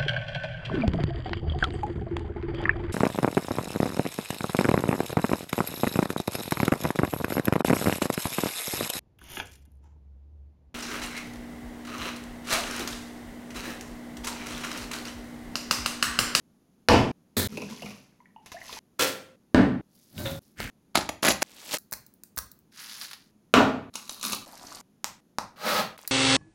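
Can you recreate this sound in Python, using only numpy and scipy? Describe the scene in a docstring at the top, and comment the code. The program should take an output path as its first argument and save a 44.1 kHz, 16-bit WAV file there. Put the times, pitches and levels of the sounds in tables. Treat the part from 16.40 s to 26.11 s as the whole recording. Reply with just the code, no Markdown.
"""Kitchen, live room, close up, in quick cuts. Chicken lands in a steel bowl, is rinsed, seasoned and
turned; a packet drops on a wooden board and is torn open; a run of dry clicks sounds twice; dried
chillies are dropped into a glass bowl and soaked; two taps, a sliding stroke and a crackle follow.
Contacts are filtered noise bursts, friction is a swarm of clicks, water is rising bubble tones,
steel is decaying modes. Each cut chops sound and room tail."""
import sys
import numpy as np
from scipy import signal
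from scipy.fft import rfft, irfft
from scipy.io import wavfile

SR = 44100
rng = np.random.default_rng(int(sys.argv[2]) if len(sys.argv) > 2 else 0)


def output_pcm(signal):
    """Save a mono or channel-first signal as 16-bit PCM at the path in sys.argv[1].

    Samples are clipped to [-1, 1] before scaling.
    """
    pcm = np.clip(np.atleast_2d(signal).T, -1, 1) * 32767
    wavfile.write(sys.argv[1], SR, np.round(pcm).astype(np.int16))


N = 428211

# shot ends: t/s
CUTS_S = [0.717, 1.075, 2.392, 2.96, 3.413, 3.993, 4.301, 5.031, 5.375, 6.912, 7.5, 8.055, 8.414, 8.806,
          9.57]
# tones (relative spectra) of hard contact, dry rubbing, tearing: f/Hz, level/dB
IMPACT_TONE = [(100, -26), (300, -3.5), (1300, -1), (4500, -10), (15500, -33.5)]
RUB_TONE = [(240, -61), (400, -20.5), (1150, -5), (1600, -1), (2710, -3.5), (4800, 2), (6500, -4),
            (8200, -11.5), (9950, -4.5), (15500, -13)]
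RIP_TONE = [(88, -14), (150, -2), (766, 0.5), (1370, -2), (2500, 1), (5440, 0.5), (15500, -9)]


def amp(db):
    return 10 ** (np.asarray(db) / 20)


def rms_one(x):
    return x / np.sqrt(np.mean(x ** 2) + 1e-20)


def peak_one(x):
    return x / (np.abs(x).max() + 1e-20)


def seconds(count):
    return np.arange(count) / SR


def decay(t, t60_s):
    return np.exp(-np.log(1000) * t / max(t60_s, 1e-4))


def at_hz(points, hz):
    """Interpolate over log frequency."""
    known_hz, value = np.transpose(points)
    return np.interp(np.log(np.maximum(hz, 1)), np.log(known_hz), value)


def chopped(sound, count, fade_s=0.002):
    """Stop after count samples, without a click."""
    sound = sound[:max(count, 0)]
    return sound * np.minimum((count - np.arange(len(sound))) / (fade_s * SR), 1)


def placed(s, sound):
    """Put a sound on the time line, from s to the next cut."""
    out, at = np.zeros(N), int(np.clip(round(s * SR), 0, N - 1))
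    shot_end = min([round(cut * SR) for cut in CUTS_S if cut > s] + [N])
    sound = chopped(sound, shot_end - at)
    out[at:at + len(sound)] = sound
    return out


def colour(x, tone, size=4096):
    """Minimum-phase filter; keeps the power of white noise."""
    cepstrum = irfft(np.log(amp(at_hz(tone, np.fft.rfftfreq(size, 1 / SR)))))
    cepstrum[1:size // 2] *= 2
    cepstrum[size // 2 + 1:] = 0
    response = irfft(np.exp(rfft(cepstrum)))
    return signal.fftconvolve(x, response / np.linalg.norm(response))


def tilted(tone, db_per_oct, corner_hz=500):
    """Same material, brighter or duller above the corner."""
    return [(hz, db + db_per_oct * np.log2(max(hz / corner_hz, 1))) for hz, db in tone]


def contact(tone, t60_s, click_db=-30, size=4096):
    """Click plus noise burst, sounding through a material; peak 1."""
    burst = rng.standard_normal(size) * decay(seconds(size), t60_s)
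    burst[0] += amp(click_db) * np.linalg.norm(burst)
    return peak_one(colour(burst, tone))


def hits(rows, tone, t60_s, gain_db, click_db=-30):
    """One contact per row: t/s, level/dB."""
    return sum(placed(s, amp(db + gain_db) * contact(tone, t60_s, click_db)) for s, db in rows)


def effort(strokes, t, depth_db=30):
    """Envelope of an action: strokes swell, hold and fade, linear in dB."""
    power = 0
    for s, db, attack_s, hold_s, release_s in strokes:
        rising = np.maximum(1 - (t - s) / max(attack_s, 1e-4), 0)
        falling = np.maximum(t - s - attack_s - hold_s, 0) / max(release_s, 1e-4)
        power = power + (t >= s) * amp(db - depth_db * np.minimum(rising + falling, 10)) ** 2
    return np.sqrt(power)


def grains(strokes, tone, per_s, spread_db, hiss_db, gain_db, size=65536):
    """Tiny contacts of random size and band, over the hiss of finer ones."""
    heights = amp(spread_db * np.minimum(rng.exponential(1, size), 3)) * rng.choice([-1, 1], size)
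    clicks = heights * (rng.random(size) < per_s / SR)
    edges_hz = [30, 500, 1200, 2600, 5000, 9000, 17000]
    band_of = rng.integers(0, len(edges_hz) - 1, size)
    ticks = 0
    for k, band_hz in enumerate(zip(edges_hz, edges_hz[1:])):
        bandpass = signal.butter(2, band_hz, "band", fs=SR, output="sos")
        ticks += signal.sosfilt(bandpass, rms_one(clicks * (band_of == k)) + 1e-18)
    texture = rms_one(ticks + amp(hiss_db) * rng.standard_normal(size))
    start_s = strokes[0][0]
    envelope = effort(strokes, start_s + seconds(size))
    return placed(start_s, amp(gain_db) * colour(texture * envelope, tone))


def bubble(hz, cycles, rise, size=8192):
    """A bubble swells, rings and rises in pitch as it nears the surface."""
    t, life_s = seconds(size), cycles / hz
    swell = 1 - np.exp(-t * hz / 2)
    glide = 1 + rise * np.minimum(t / life_s, 1)
    return np.sin(2 * np.pi * hz * np.cumsum(glide) / SR) * swell * decay(t, life_s)


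def bubbles(strokes, low_hz, high_hz, gain_db, cycles, count):
    """Bubbles born at random while the water moves."""
    start_s = strokes[0][0]
    last_s, _, attack_s, hold_s, _ = strokes[-1]
    out = np.zeros(N)
    for when, pitch, softness in rng.random((count, 3)):
        born_s = start_s + when * (last_s + attack_s + hold_s - start_s)
        ring = bubble(low_hz * (high_hz / low_hz) ** pitch, cycles, rise=0.12)
        at = round(born_s * SR)
        out[at:at + len(ring)] += effort(strokes, born_s) * amp(gain_db - 10 * softness) * ring
    return out


def cloud(hz, octaves, within_s, cycles, count):
    """Bubbles of nearby pitch, trapped in quick succession; peak 1."""
    out = 0
    for k, (when, pitch, softness) in enumerate(rng.random((count, 3))):
        ring = bubble(hz * 2 ** (octaves * (pitch - 0.5)), cycles, rise=0.094)
        delay = round(within_s * SR * k * when / count)
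        out += amp(-8 * softness) * np.pad(ring, (delay, 0))[:len(ring)]
    return peak_one(out)


def landings(size=16384):
    """Meat in steel, full bowl on wood, glass on wood: crack and knock, then the load settles."""
    # t/s, knock/dB, load/dB, settling/s, crack/dB
    impacts = [(0.4865, -10, -17, 0.06, 0), (3.146, -1, -21, 0.046, -13.5), (7.1395, -4.5, -18, 0.035, 1.5)]
    # body tones: f/Hz, level/dB
    meat = [(30, -19), (95, -1.5), (129, -7), (241, -1), (397, -8.5), (484, -6), (740, -8.5), (903, -8.5),
            (1560, -21.5), (2770, -18), (4130, -32.5), (4680, -25.5), (15500, -55.5)]
    full_bowl = [(30, -34.5), (60, -9), (170, -6.5), (273, -2), (407, -12.5), (484, -15), (637, -10),
                 (973, -17), (1300, -17), (1850, -17.5), (2390, -27), (3650, -34), (5580, -46),
                 (15500, -67.5)]
    glass_bowl = [(35, -40), (96, -10), (207, -7.5), (253, 2), (317, -12), (484, -4), (535, -19),
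                  (591, -3.5), (973, -9), (1310, -3.5), (1600, -13.5), (3930, -23), (9890, -46),
                  (15500, -48)]
    out, t = np.zeros(N), seconds(size)
    for (s, knock_db, load_db, settle_s, crack_db), body in zip(impacts, (meat, full_bowl, glass_bowl)):
        knock = amp(knock_db) * contact(body, t60_s=0.012)
        settling = (1 - np.exp(-t / 0.0017)) * decay(np.maximum(t - settle_s, 0), t60_s=0.31)
        load = amp(load_db) * rms_one(colour(rng.standard_normal(size), body)[:size]) * settling
        crack = amp(crack_db) * contact(IMPACT_TONE, t60_s=0.0063)
        out += placed(s, knock) + placed(s, load) + placed(s, crack)
    return out


def thumps():
    """Parts of the load come down late, in soft blows."""
    # t/s, level/dB, centre f/Hz
    blows = [(0.495, -10, 800), (0.534, -10, 300), (3.168, -9, 200), (3.178, -4, 280), (7.174, -8.5, 290),
             (7.195, -19, 600), (7.204, -5, 810)]
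    out = np.zeros(N)
    for s, db, hz in blows:
        hump = [(hz / 4, -26), (hz / 1.4, -4), (hz, 0), (hz * 1.4, -6), (hz * 3, -28), (hz * 30, -85)]
        out += hits([(s, db)], hump, t60_s=0.069, gain_db=-2)
    return out


def packet():
    """Stiff film lands, buckles in snaps and is torn open."""
    # strokes: t/s, level/dB, attack/s, hold/s, release/s
    land = [(4.545, -13, 0.006, 0.002, 0.12)]
    crumple = [(4.824, -14.5, 0.0049, 0.08, 0.064), (5.008, -14.5, 0.018, 0.013, 0.048)]
    tear = [(5.035, -29.5, 0.42, 0.02, 0.05), (5.275, -24.5, 0.0655, 0.0077, 0.017)]
    # f/Hz, level/dB
    land_tone = [(24, -35.5), (40, -2.5), (188, -1.5), (359, 2), (461, -8.5), (859, 7), (949, -4),
                 (1860, -1.5), (2010, -15), (4240, -5.5), (15500, -30)]
    film_tone = [(35, -45), (60, -12.5), (242, -2), (475, -7.5), (657, 3), (953, -5), (1170, -5),
                 (2840, -6.5), (3050, -9), (7200, -8), (8470, -22.5), (9970, -9), (15500, -25.5)]
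    # t/s, level/dB
    buckles = [(4.555, 5.5), (4.574, -3.5), (4.691, -9), (4.829, -10.5), (4.8495, -2.5), (4.855, -4),
               (4.885, 0), (4.903, -2), (4.917, -7), (5.02, -6.5)]
    out = grains(land, land_tone, per_s=3000, spread_db=14.5, hiss_db=-8.5, gain_db=-8.5)
    out += grains(crumple, film_tone, per_s=1000, spread_db=-6, hiss_db=-7.5, gain_db=-8.5)
    out += grains(tear, RIP_TONE, per_s=3000, spread_db=5.5, hiss_db=-5, gain_db=-2)
    return out + hits(buckles, tilted(film_tone, -1.6), t60_s=0.025, gain_db=-5, click_db=-6.5)


def rinsing():
    """Hands stir meat in water: spray, sloshing, glugs of escaping air, splashes, plops, drops."""
    # strokes: t/s, level/dB, attack/s, hold/s, release/s
    stir = [(1.083, -51.5, 0.0035, 0.43, 0.29), (1.28, -48, 0.02, 0.024, 0.11), (2.02, -45, 0.28, 0.1, 0.1)]
    slosh = [(1.083, -48.5, 0.0037, 0.16, 0.25), (1.4, -47.5, 0.034, 0.034, 0.11)]
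    # f/Hz, level/dB
    spray_tone = [(240, -13.5), (400, -18), (784, -12.5), (1300, -18.5), (2710, -11), (3110, -15.5),
                  (6090, -12.5), (8400, -25.5), (10400, -19), (15500, -30)]
    slosh_tone = [(30, -26), (100, -8.5), (204, 5), (278, -11), (450, -5), (780, -45)]
    # t/s, level/dB, f/Hz
    glugs = [(1.092, -30, 205), (1.138, -23, 209), (1.177, -25, 310), (1.206, -30, 241),
             (1.308, -25.5, 215), (1.459, -35, 192)]
    # t/s, level/dB, large bubbles f/Hz, small bubbles f/Hz
    splashes = [(1.172, -28.5, 592, 2520), (1.219, -31.5, 610, 2520), (1.3, -41.5, 540, 3400),
                (1.421, -32.5, 656, 2690), (1.459, -34.5, 710, 2230), (1.505, -41, 670, 2580)]
    # bubble pairs: t/s, level/dB, main f/Hz, second f/Hz, second re main/dB
    plops = [(1.803, -41, 944, 2020, -7), (1.857, -44.5, 2100, 1880, 5), (1.962, -31.5, 850, 2800, -11),
             (2.061, -48, 1750, 1070, 3), (2.118, -31, 965, 2000, 1), (2.216, -25, 1910, 950, -24),
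             (2.293, -30, 984, 1240, -6), (2.328, -24, 3520, 2470, -10), (2.369, -29, 860, 2500, -17)]
    # gliding bubbles: t/s, level/dB, f/Hz, life/cycles, relative rise
    gurgle = [(2.143, -32, 640, 70, 0.69), (2.166, -39, 1650, 150, 1.3)]
    # drops on the meat: t/s, level/dB
    spatters = [(2.06, -38.5), (2.118, -31), (2.327, -31.5)]
    out = grains(stir, spray_tone, per_s=1500, spread_db=-0.5, hiss_db=-8, gain_db=-2.5)
    out += grains(slosh, slosh_tone, per_s=540, spread_db=3.5, hiss_db=-19, gain_db=3.5)
    out += bubbles(stir, low_hz=900, high_hz=7000, gain_db=17, cycles=21, count=70)
    out += sum(placed(s, amp(db) * bubble(hz, cycles=19.7, rise=0.2)) for s, db, hz in glugs)
    for s, db, large_hz, small_hz in splashes:
        large = cloud(large_hz, octaves=1.52, within_s=0.018, cycles=6.6, count=8)
        small = cloud(small_hz, octaves=0.21, within_s=0.025, cycles=45, count=6)
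        out += placed(s, amp(db) * (large + amp(-2) * small))
    for s, db, main_hz, second_hz, second_db in plops:
        main = bubble(main_hz, cycles=27, rise=0.24)
        second = amp(second_db) * bubble(second_hz, cycles=28, rise=0.11)
        out += placed(s, amp(db) * (main + second))
    out += sum(placed(s, amp(db) * bubble(hz, cycles, rise)) for s, db, hz, cycles, rise in gurgle)
    out += hits([row[:2] for row in splashes], spray_tone, t60_s=0.05, gain_db=-0.5)
    return out + hits(spatters, tilted(spray_tone, -1), t60_s=0.11, gain_db=0.5)


def gushing():
    """One short gush ahead of the rinse."""
    # t/s, level/dB, attack/s, hold/s, release/s
    stroke = [(0.966, -23, 0.0026, 0.009, 0.19)]
    # f/Hz, level/dB
    tone = [(29, -65.5), (50, -24), (98, -0.5), (134, -18), (221, -2.5), (303, -14.5), (375, -5.5),
            (652, -20.5), (1190, -24), (1830, -15), (2620, -27.5), (3850, -14), (5260, -24.5),
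            (15500, -22.5)]
    return grains(stroke, tone, per_s=6000, spread_db=0, hiss_db=-5, gain_db=0.5)


def seasoning():
    """Seasoning lands in one grainy burst."""
    # t/s, level/dB, attack/s, hold/s, release/s
    stroke = [(2.589, -24.5, 0.0055, 0.035, 0.15)]
    # f/Hz, level/dB
    tone = [(41, -52), (70, -16), (141, -11), (381, -4.5), (511, -3), (734, -10.5), (1260, -11),
            (1410, -5.5), (1550, -7), (4180, -11.5), (15500, -20)]
    return grains(stroke, tone, per_s=2700, spread_db=3, hiss_db=-7, gain_db=1)


def turning_meat():
    """Sticky pieces peel apart and slap back, wet skin rustles; a short, bright clink on the steel."""
    # strokes: t/s, level/dB, attack/s, hold/s, release/s
    peel = [(3.71, -34, 0.081, 0.12, 0.23)]
    squelch = [(4.16, -31.5, 0.044, 0.005, 0.25)]
    rustles = [(3.433, -58.5, 0.12, 0.23, 0.1), (4.005, -61.5, 0.013, 0.05, 0.25)]
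    clink = [(3.847, -28, 0.0093, 0.002, 0.14)]
    # f/Hz, level/dB
    peel_tone = [(30, -21), (103, 5.5), (342, -7), (484, -26), (550, -9.5), (949, -21), (1680, -23),
                 (2770, -32), (3650, -23), (8520, -30), (14000, -27)]
    squelch_tone = [(24, -33), (40, -3), (143, -0.5), (280, -8), (330, -12.5), (949, -23), (1520, -11),
                    (2110, -11), (3840, -24), (15500, -30)]
    clink_tone = [(2400, -11), (3200, -12), (3600, 0), (4100, -15), (5200, -33)]
    # t/s, level/dB
    slaps = [(3.78, -14.5), (3.854, -33), (4.203, -7.5)]
    out = grains(peel, peel_tone, per_s=1700, spread_db=4.5, hiss_db=1, gain_db=0)
    out += grains(squelch, squelch_tone, per_s=730, spread_db=-8, hiss_db=-1, gain_db=-1.5)
    skin_tone = tilted(RUB_TONE, 6)
    for stroke in rustles:
        out += grains([stroke], skin_tone, per_s=3700, spread_db=4.5, hiss_db=-12.5, gain_db=-5.5)
    out += grains(clink, clink_tone, per_s=1700, spread_db=-12, hiss_db=1, gain_db=-5.5)
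    return out + hits(slaps, tilted(IMPACT_TONE, 2), t60_s=0.0037, gain_db=-10)


def steel_bowl(size=32768):
    """Each touch rings the same modes; soft meat leaves the high ones weak."""
    # f/Hz, level/dB, t60/s
    modes = [(542, 4.5, 0.58), (1405, 3, 0.48), (2024, -5, 0.31), (2620, -4, 0.3), (3020, -9.5, 0.33),
             (3505, 1.5, 0.32), (4230, -3, 0.36)]
    # t/s, level/dB, pitch factor under load, tilt/(dB/oct)
    touches = [(2.595, -32, 0.97, 1.5), (3.78, -48, 1.1, -0.5), (3.857, -35.5, 1.01, -7.5)]
    out, t = np.zeros(N), seconds(size)
    for s, db, pitch, tilt in touches:
        ring = 0
        for hz, mode_db, t60_s in modes:
            gain = amp(mode_db + tilt * np.log2(hz / modes[0][0]))
            ring += gain * np.sin(2 * np.pi * hz * pitch * t) * decay(t, t60_s)
        out += placed(s, amp(db) * ring)
    return out


def dry_clicks():
    """The same run of dry, sharp clicks sounds twice; later a short crackle."""
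    # t/s, level/dB
    runs = [(5.385, -10.5), (5.836, -11.5)]
    late_cracks = [(9.5787, -32.5), (9.6759, -14.5)]
    # one click, a quick cluster of four cracks, two late ticks: delay/s, level/dB, tilt/(dB/oct)
    pattern = [(0, -13.5, 0), (0.127, -17, 9), (0.138, -10, -5.5), (0.1428, 0.5, -2), (0.1512, -1.5, -3.5),
               (0.2803, -20.5, 2), (0.354, -28, 7)]
    # t/s, level/dB, attack/s, hold/s, release/s
    crackle = [(9.575, -48.5, 0.0037, 0.011, 0.37)]
    # f/Hz, level/dB
    click_tone = [(30, -41), (60, -11), (333, -30.5), (740, -22), (1600, -14.5), (3140, -28.5), (4030, -12),
                  (8310, -11), (15500, -5)]
    out = grains(crackle, RIP_TONE, per_s=250, spread_db=8, hiss_db=-7.5, gain_db=-2.5)
    for delay_s, crack_db, tilt in pattern:
        cracks = [(s + delay_s, db + crack_db) for s, db in runs]
        out += hits(cracks, tilted(click_tone, tilt), t60_s=0.013, gain_db=3, click_db=-3.5)
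    return out + hits(late_cracks, click_tone, t60_s=0.022, gain_db=-0.5)


def dropping_pods(graze_lead_s=0.016, graze_db=-15):
    """Dry chillies graze the glass, clack against it and rustle over each other."""
    # t/s, level/dB, attack/s, hold/s, release/s
    tumble = [(7.53, -45.5, 0.017, 0.005, 0.38), (7.69, -46, 0.02, 0.01, 0.29),
              (7.815, -35, 0.019, 0.11, 0.065)]
    # t/s, level/dB, tilt/(dB/oct)
    drops = [(7.5554, -21.5, -1), (7.694, -23.5, -2), (7.812, -30, -1), (7.829, -20.5, 0.5), (7.84, -23, 0),
             (7.85, -21, -0.5), (7.922, -21, 0.5), (7.931, -19, -4.5)]
    # f/Hz, level/dB
    rustle_tone = [(76, -64), (130, -10), (206, 6.5), (517, -11), (961, -3), (1130, 6), (1820, -9.5),
                   (2720, -3.5), (3320, -6.5), (3980, 4), (8340, -8), (9980, -1.5), (15500, -9)]
    clack_tone = [(150, -14.5), (700, -10.5), (1150, -2), (1900, -16.5), (2700, 2.5), (3200, -7),
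                  (3900, 5.5), (5000, -3), (6400, 3), (8200, -6.5), (9900, -0.5), (15500, -19)]
    out = grains(tumble, rustle_tone, per_s=990, spread_db=5, hiss_db=-6, gain_db=0)
    for s, db, tilt in drops:
        graze = (s - graze_lead_s, db + graze_db)
        out += hits([graze, (s, db)], tilted(clack_tone, tilt), t60_s=0.025, gain_db=3.5)
    return out


def taps():
    """Brief hard contacts on the board; the harder, the brighter."""
    # t/s, level/dB, tilt/(dB/oct)
    strikes = [(8.644, -11.5, 4.0), (8.9855, -13.5, 0.5)]
    # f/Hz, level/dB
    tone = [(40, -13), (250, -1.5), (400, -12), (880, 0.5), (1400, -7), (2100, -11), (3000, -18.5),
            (4100, -11.5), (6500, -18), (8500, -21.5), (15500, -36.5)]
    return sum(hits([(s, db)], tilted(tone, tilt), t60_s=0.004, gain_db=7.5, click_db=9)
               for s, db, tilt in strikes)


def sliding():
    """Friction of one stroke on the board."""
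    # t/s, level/dB, attack/s, hold/s, release/s
    stroke = [(9.16, -25, 0.11, 0.13, 0.052)]
    # f/Hz, level/dB
    tone = [(80, -23.5), (188, 0.5), (300, -11), (654, 0), (1020, -5.5), (1310, 1.5), (1460, -4),
            (2930, -11), (4190, -8), (7730, -21.5), (15000, -20.5)]
    return grains(stroke, tone, per_s=4500, spread_db=4, hiss_db=2.5, gain_db=-3)


def pushing_pods():
    """Dry skins rub and now and then catch."""
    # t/s, level/dB, attack/s, hold/s, release/s
    pushes = [(6.316, -60, 0.00396, 0.05, 0.2), (6.3, -43, 0.092, 0.25, 0.27),
              (6.595, -40.5, 0.025, 0.031, 0.03)]
    # t/s, level/dB
    catches = [(6.613, -22), (6.6185, -24.5), (6.639, -41), (6.712, -27.5), (6.732, -24)]
    rub = grains(pushes, RUB_TONE, per_s=2400, spread_db=4, hiss_db=-4.5, gain_db=-2)
    return rub + hits(catches, tilted(RUB_TONE, -1.5), t60_s=0.042, gain_db=-3.5)


def soaking():
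    """A thin stream fizzes on the pods and gulps down bubble clouds between them."""
    # t/s, level/dB, attack/s, hold/s, release/s
    pour = [(8.056, -51.5, 0.004, 0.367, 0.05), (8.17, -50.5, 0.08, 0.16, 0.064)]
    # f/Hz, level/dB
    spray_tone = [(180, -12), (300, -1), (461, -16.5), (663, -4.5), (1030, -8), (3570, -17), (4420, -11.5),
                  (6570, -14.5), (13800, -20), (15500, -35)]
    # t/s, level/dB, centre f/Hz
    gulps = [(8.066, -41.5, 770), (8.174, -43.5, 5030), (8.235, -40.5, 900), (8.267, -33.5, 4700),
             (8.305, -37, 5000), (8.319, -35, 1160), (8.348, -33, 6400)]
    spray = grains(pour, spray_tone, per_s=770, spread_db=6.5, hiss_db=-0.5, gain_db=-1)
    fizz = bubbles(pour, low_hz=3500, high_hz=7000, gain_db=13, cycles=32, count=30)
    gurgle = bubbles(pour, low_hz=600, high_hz=1900, gain_db=7, cycles=14, count=40)
    clouds = sum(placed(s, amp(db) * cloud(hz, octaves=1.02, within_s=0.014, cycles=18, count=10))
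                 for s, db, hz in gulps)
    return spray + fizz + gurgle + clouds


def kitchen_response(t60_scale, size=32768):
    """Diffuse echo of unit energy; builds within milliseconds, loses treble first."""
    # f/Hz, t60/s
    bands = [(100, 0.76), (300, 0.58), (800, .48), (2000, 0.47), (5000, 0.39), (13000, .32)]
    t, hz = seconds(size), np.fft.rfftfreq(size, 1 / SR)
    noise, tail = rfft(rng.standard_normal(size)), 0
    centres_hz, t60s_s = np.transpose(bands)
    for t60_s, weights in zip(t60s_s, np.eye(len(bands))):
        band = irfft(noise * at_hz(list(zip(centres_hz, weights)), hz))
        tail += band * decay(t, t60_s * t60_scale)
    tail *= 1 - np.exp(-t / 0.0017)
    return tail / np.linalg.norm(tail)


def reverb(actions, t60_scale):
    """Room echo of (sound, send/dB) pairs, chopped at each cut."""
    response = kitchen_response(t60_scale)
    sent = sum(sound * amp(send_db) for sound, send_db in actions)
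    edges = [0] + [min(round(s * SR), N) for s in CUTS_S] + [N]
    out = np.zeros(N)
    for start, end in zip(edges, edges[1:]):
        out[start:end] = chopped(signal.fftconvolve(sent[start:end], response), end - start)
    return out


def noise_floor(rms_db=-64):
    """Steady, faint, mostly low noise."""
    # f/Hz, level/dB
    tone = [(30, -17.5), (140, -6), (205, 1), (530, -17), (2000, -31), (5600, -34), (6700, -31),
            (8000, -43), (10200, -31.5), (15500, -41)]
    return amp(rms_db) * rms_one(colour(rng.standard_normal(N), tone)[:N])


def scene():
    """Mono mix; work on the board dies away sooner than work in the bowls."""
    gush, season, slide = gushing(), seasoning(), sliding()
    # sound, reverb send/dB
    at_bowls = [(landings() + thumps(), -2.5), (gush, -6), (rinsing(), -6), (season, -5.5),
                (turning_meat(), -10.5), (dropping_pods(), -5.5), (soaking(), -10)]
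    on_board = [(packet(), -10.5), (dry_clicks(), -9), (pushing_pods(), -9.5), (taps(), -7), (slide, -1)]
    direct = sum(sound for sound, _ in at_bowls + on_board) + steel_bowl()
    room = reverb(at_bowls, t60_scale=1) + reverb(on_board, t60_scale=0.74)
    return (direct + room + noise_floor())[None]


def record(dry):
    """Soft clip, then low-pass."""
    cutoff_hz = 16000
    return signal.sosfilt(signal.ellip(10, 0.2, 70, cutoff_hz, fs=SR, output="sos"), np.tanh(dry))


dry = scene()
out = record(dry)
output_pcm(out)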